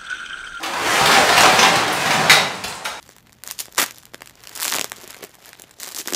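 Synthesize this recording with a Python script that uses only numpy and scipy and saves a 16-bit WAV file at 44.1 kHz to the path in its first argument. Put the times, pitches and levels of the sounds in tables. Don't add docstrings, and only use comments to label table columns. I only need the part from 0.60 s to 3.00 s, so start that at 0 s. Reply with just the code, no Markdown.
import sys
import numpy as np
from scipy import signal
from scipy.fft import rfft, irfft
from scipy.io import wavfile
from scipy.ndimage import uniform_filter1d

SR = 44100
rng = np.random.default_rng(int(sys.argv[2]) if len(sys.argv) > 2 else 0)


def gain_from_decibels(decibels):
    exponent = np.asarray(decibels, float) / 20
    return 10 ** exponent


def put_to_file(sound):
    columns = np.atleast_2d(sound).T
    safe = np.clip(columns, -1, 1)
    whole_steps = np.round(safe * 32767)
    wavfile.write(sys.argv[1], SR, whole_steps.astype(np.int16))


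N = 105840

# [t/s, level/dB, brightness/(dB per octave)]
ROLLING_COURSE = [(0, -28.5, -9.5), (.1, -31, 0.5), (.2, -25.5, 1.5), (.3, -21, 2), (.44, -18, 1.7),
                  (.52, -16.5, 2), (.66, -20, 2.2), (.76, -18, 1.5), (.85, -17.5, 0.4), (.95, -20, 2.3),
                  (1.1, -20.5, 1.2), (1.25, -22.5, -0.3), (1.401, -25, 1.5), (1.55, -21.5, 1.6),
                  (1.64, -21.5, 0.65), (1.68, -24.5, 1.1), (2, -38, 1.4), (2.4, -42, -8)]
# [f/Hz, density/(dB per Hz)]
ROLLER_SPECTRUM = [(120, -30), (300, -10.5), (520, -9), (900, -1.5), (1900, -7.5), (9300, -27),
                   (10300, -32), (15500, -39)]
# [f/Hz, level/dB, t60/s]
TRACK_MODES = [(330, -11, .06), (526, -9, .05), (680, -7, .05), (770, -5, .06), (845, -5, .05),
               (925, -7, .05), (990, -7, .05), (1095, -9, .04), (1270, -10, .04), (1600, -11, .04),
               (2015, -11, .05)]
# [t/s, level/dB]
RUMBLE_COURSE = [(0, -50), (.15, -49), (.3, -37), (.6, -48), (.8, -38), (.9, -31), (1.05, -31.5),
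                 (1.15, -31.5), (1.4, -36), (1.52, -31.5), (1.6, -27.5), (1.68, -35.5), (1.78, -36),
                 (1.95, -39.5), (2.05, -47), (2.4, -61)]
# [f/Hz, density/(dB per Hz)]
PANEL_SPECTRUM = [(25, -20), (54, -44), (95, 0.5), (135, -0.5), (170, 11), (230, -1.5), (325, -6),
                  (450, -18.5)]
# [t/s, level/dB, brightness/(dB per octave), f of struck part/Hz, ring level/dB]
CLACK_EVENTS = [(0.03, -29, 1, 6000, -29), (0.0345, -23.5, -3.5, 3400, -11), (0.046, -32, -6, 3200, -5),
                (0.06, -28.5, 0.5, 2400, -22), (.136, -26.5, -4, 940, -1), (.192, -39, -3, 1170, -9),
                (.458, -13, 0, 5000, -21), (0.572, -20, -7, 820, 4), (.615, -21, -7, 800, 5),
                (0.491, -21, -12, 1700, -6), (.515, -19, -1, 2030, -16), (.55, -19, -3, 2820, -16),
                (.41, -30.5, -8, 328, 8.5), (.662, -25, 0, 890, 4), (.69, -14.5, -4, 2000, -8),
                (.725, -18.5, -7, 2200, -21), (.768, -16.5, -0.5, 2980, -6), (0.7771, -13, 1, 3100, -5.5),
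                (0.8054, -15, -1, 7300, -14), (.807, -16.5, 1, 1330, 2.5), (.832, -10.5, -5.5, 820, -5),
                (0.846, -21, -7, 2660, 3.5), (.856, -15, 0, 1070, 2), (.899, -20, -3, 1000, -5),
                (0.99, -12, -5, 5940, -6), (1.018, -16.5, -3, 1070, -1.5), (1.047, -19, -2.5, 2940, 0),
                (1.029, -9, -4.5, 2280, -17), (1.156, -17.5, -1.5, 8400, -16), (1.326, -26, 8, 9540, -8),
                (1.409, -25.5, 0.5, 6000, -28), (1.459, -18.5, -2, 4100, -28),
                (1.506, -14.5, -4, 2800, -19), (1.279, -22.5, -1.5, 1600, -21), (1.77, -20, -8, 920, 1),
                (2.038, -24.5, 0.5, 4170, -20), (2.042, -24.5, -2.5, 860, -4), (2.078, -39.5, 7, 766, 3),
                (2.2455, -38.5, 1, 9300, 2.5), (2.2512, -22.5, -2, 2700, -21), (2.256, -28, 2, 1540, 4),
                (2.272, -32.5, -3, 770, 1.5)]
# [f/Hz, density/(dB per Hz)]
CLACK_SPECTRUM = [(120, -62), (300, -62), (800, -12), (1530, -8.5), (1840, -7), (1980, -7.5), (3180, -8),
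                  (3950, -7.5), (15500, -25.5)]
# [t/s, level/dB]
SLAM_BOUNCES = [
    (1.6966, -6.5),
    (1.704, -10.5),
    (1.716, -9),
    (1.728, -16.5),
]
# [f/Hz, density/(dB per Hz)]
SLAM_SPECTRUM = [(200, -32), (900, -11), (1450, -3.5), (1750, -7.5), (2150, -3.5), (3100, -11),
                 (3900, -7.5), (15500, -27.5)]
# [t/s, level/dB]
BRACKET_BLOWS = [
    (1.6972, -13),
    (2.2522, -35.5),
]
# [f/Hz, level/dB, t60/s]
BRACKET_MODES = [(991, -13, .2), (1502, -8, .2), (2015, 1.5, .3), (2060, -2, .1), (2110, 0, .08),
                 (2210, 3, .08), (2320, 1.5, .08), (2385, -2, .08), (2600, -4, .08), (2920, -6, .1),
                 (3790, -4, .4), (3850, -8, .3), (3885, -6, .3)]
# [t/s, peak level/dB, f/Hz]
SETTLING_TICKS = [
    (1.955, -25, 8060),
    (2.083, -14, 7800),
    (2.1, -18, 8200),
    (2.107, -31, 8000),
    (2.126, -15.5, 4420),
    (2.142, -23, 8500),
    (2.154, -19, 7950),
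    (2.173, -34, 8500),
    (2.186, -40, 7040),
]
# [f/Hz, t60/s]
ROOM_T60 = [(100, 0.64), (500, 0.61), (1400, 0.46), (3700, 0.48), (9700, 0.36), (15000, 0.25)]
# [f/Hz, density/(dB per Hz)]
AIR_SPECTRUM = [(15, -40), (25, -36), (551, -18), (894, 12), (7890, 1), (9790, -5), (12800, -12),
                (15500, -31)]
# [f/Hz, side minus mid level/dB]
STEREO_WIDTH = [(60, -16), (110, -27.5), (200, -32), (380, -25.5), (700, -34), (1290, -32), (2380, -26),
                (4400, -20.5), (8120, -19), (15000, -11)]
OCTAVES = 31.25 * 2 ** np.arange(10)
SIDE_BANDS = 100 + 480. * np.arange(34)


def rolling():
    knocks_per_s, knock_spread_db = 2600, 3
    track_db, rail_hz, rail_t60_s = -19.5, 797, .09
    t, course = np.arange(N) / SR, np.array(ROLLING_COURSE)
    level_db = np.interp(t, course[:, 0], course[:, 1])
    bright_db = np.interp(t, course[:, 0], course[:, 2])
    chance = rng.random((3, N))
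    size = gain_from_decibels(knock_spread_db * np.minimum(-np.log(chance[1] + 1e-9), 4))
    knocks = (chance[0] < knocks_per_s / SR) * size * np.sign(chance[2] - .5)

    track = sum(gain_from_decibels(db + 2.6 * walk(20)) * unit(ring(knocks, hz, t60)) for hz, db, t60 in TRACK_MODES)
    rail_db = -7.5 + 0.82 * (level_db - level_db.max()) + 2.34 * walk(12)
    rail = gain_from_decibels(rail_db) * unit(ring(knocks, rail_hz, rail_t60_s))
    body = unit(colour(knocks, ROLLER_SPECTRUM)) + gain_from_decibels(track_db) * unit(track) + rail

    shared = walk(15)
    flickering = 0
    for hz, band in zip(OCTAVES, split(body, OCTAVES)):
        tilt_db = bright_db * max(np.log2(hz / 1000), 0)
        flickering = flickering + band * gain_from_decibels(tilt_db + .7 * (shared + walk(16.78)))
    return flickering * gain_from_decibels(level_db - 4.0)


def panels():
    rumble = unit(colour(rng.standard_normal(N), PANEL_SPECTRUM))
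    rumble = signal.sosfilt(signal.butter(4, 480, fs=SR, output="sos"), rumble)
    level_db = np.interp(np.arange(N) / SR, *np.array(RUMBLE_COURSE).T)
    return rumble * gain_from_decibels(level_db - 4.5 + 0.26 * walk(10.0))


def slam():
    out, t = np.zeros(N + SR), np.arange(SR // 2) / SR
    for s, db in SLAM_BOUNCES:
        blow = colour(rng.standard_normal(len(t)), SLAM_SPECTRUM) * blow_shape(t)
        place(out, s, gain_from_decibels(db - 5.5) * early_unit(blow))
    return out[:N]


def clacks():
    part_spread, part_t60_s = 0.086, .013
    out, t = np.zeros(N + SR), np.arange(SR // 2) / SR
    shape = blow_shape(t)
    for s, db, tilt_db, hz, ring_db in CLACK_EVENTS:
        noise = rng.standard_normal(len(t))
        blow = early_unit(colour(noise, CLACK_SPECTRUM, tilt_db) * shape)
        part = sum(ring(noise * shape, hz * (1 + part_spread * k), part_t60_s) for k in (-1, 0, 1))
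        place(out, s, gain_from_decibels(db - 5.5) * (blow + gain_from_decibels(ring_db) * early_unit(part)))
    return out[:N]


def bracket():
    out, t = np.zeros(N + SR), np.arange(SR // 2) / SR
    for s, db in BRACKET_BLOWS:
        scatter, sign = rng.standard_normal((2, len(BRACKET_MODES)))
        for (hz, mode_db, t60), a, b in zip(BRACKET_MODES, scatter, sign):
            decay = gain_from_decibels(db + mode_db + 1.5 * a - 60 * t / t60)
            place(out, s, decay * np.sin(2 * np.pi * hz * t) * np.sign(b))
    return out[:N]


def ticks():
    t60_s, level_db = 0.0016, 1.5
    out, t = np.zeros(N + SR), np.arange(SR // 2) / SR
    for s, db, hz in SETTLING_TICKS:
        place(out, s, gain_from_decibels(db + level_db) * np.sin(2 * np.pi * hz * t) * gain_from_decibels(-60 * t / t60_s))
    return out[:N]


def garage(x):
    build_s, change_s, level_db = 0.0022, .035, 4
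    hop, t = int(change_s * SR), np.arange(2 ** 15) / SR
    build = 1 - np.exp(-t / build_s)
    fades = [gain_from_decibels(-60 * t / read(ROOM_T60, hz)) * build for hz in OCTAVES]
    x, out = np.pad(x, (hop, 2 * hop)), np.zeros(N + 4 * hop + len(t))
    bands = split(rng.standard_normal(8 * len(t)), OCTAVES)
    window = np.sin(np.pi * np.arange(2 * hop) / (2 * hop))
    for i in range(0, N + hop, hop):
        start = rng.integers(7 * len(t))
        tail = sum(band[start:start + len(t)] * fade for band, fade in zip(bands, fades))
        tail = tail / np.sqrt(np.sum(tail ** 2))
        out[i:i + 2 * hop + len(t) - 1] += signal.fftconvolve(x[i:i + 2 * hop] * window, tail)
    return gain_from_decibels(level_db) * out[hop:hop + N]


def flicker(side):
    frame, frame_share, band_share = 1024, .5, .6
    chance = rng.random((N // frame + 2, len(SIDE_BANDS) + 1))
    frame_on = chance[:, :1] < frame_share
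    band_on = chance[:, 1:] < band_share * (1.5 - SIDE_BANDS / 14000)
    gates = np.repeat(1. * frame_on * band_on, frame, axis=0)[94:N + 94]
    gates = uniform_filter1d(gates, size=500, axis=0).T
    return sum(gate * band for gate, band in zip(gates, split(side, SIDE_BANDS)))


def air():
    return gain_from_decibels(-41) * unit(colour(rng.standard_normal(N), AIR_SPECTRUM))


def unit(x):
    return x / np.sqrt(np.mean(x ** 2))


def early_unit(x):
    return x / np.sqrt(np.mean(x[:SR // 50] ** 2))


def blow_shape(t):
    return np.exp(-t / 0.0073) * (1 - np.exp(-t / 0.00065))


def place(out, s, sound):
    start = int(s * SR)
    out[start:start + len(sound)] += sound


def read(table, hz):
    table = np.array(table)
    return np.interp(np.log(hz + 1), np.log(table[:, 0]), table[:, 1])


def colour(x, table, tilt_db=0.):
    hz = np.arange(len(x) // 2 + 1) * SR / len(x)
    gain_db = read(table, hz) + tilt_db * np.log2((hz + 50) / 2000)
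    return irfft(rfft(x) * gain_from_decibels(gain_db), len(x))


def ring(x, hz, t60):
    r = np.exp(-np.log(1000) / (max(t60, .002) * SR))
    angle = 2 * np.pi * hz / SR
    return signal.lfilter([np.sin(angle)], [1, -2 * r * np.cos(angle), r * r], x)


def split(x, edges):
    hz, spectrum = np.arange(len(x) // 2 + 1) * SR / len(x), rfft(x)
    position, corners = np.log(hz + 1), np.log(edges)
    return [irfft(spectrum * np.interp(position, corners, row), len(x)) for row in np.eye(len(edges))]


def walk(rate):
    k = int(SR / rate)
    held = np.repeat(rng.standard_normal(N // k + 1), k)
    return 1.3 * uniform_filter1d(uniform_filter1d(held, k), k)[:N]


def scene():
    roll = rolling() + panels()
    hits = slam() + clacks() + ticks()
    rung = bracket()
    to_room = roll + gain_from_decibels(-2) * hits + gain_from_decibels(-10.5) * rung
    mid = roll + hits + rung + garage(to_room) + air()
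    side = gain_from_decibels(12) * flicker(colour(garage(roll) + air(), STEREO_WIDTH))
    return np.array([mid + side, mid - side])


def roll_off(x):
    return signal.sosfilt(signal.butter(12, 15610, fs=SR, output="sos"), x)


def record(dry):
    low_hz, top_hz, clip = 64.5, 15650, .97
    x = signal.sosfilt(signal.butter(3, low_hz, "high", fs=SR, output="sos"), dry)
    x = np.clip(x, -clip, clip)
    x = signal.sosfilt(signal.ellip(10, .2, 80, top_hz, fs=SR, output="sos"), x)
    return roll_off(x)


dry = scene()
out = record(dry)
put_to_file(out)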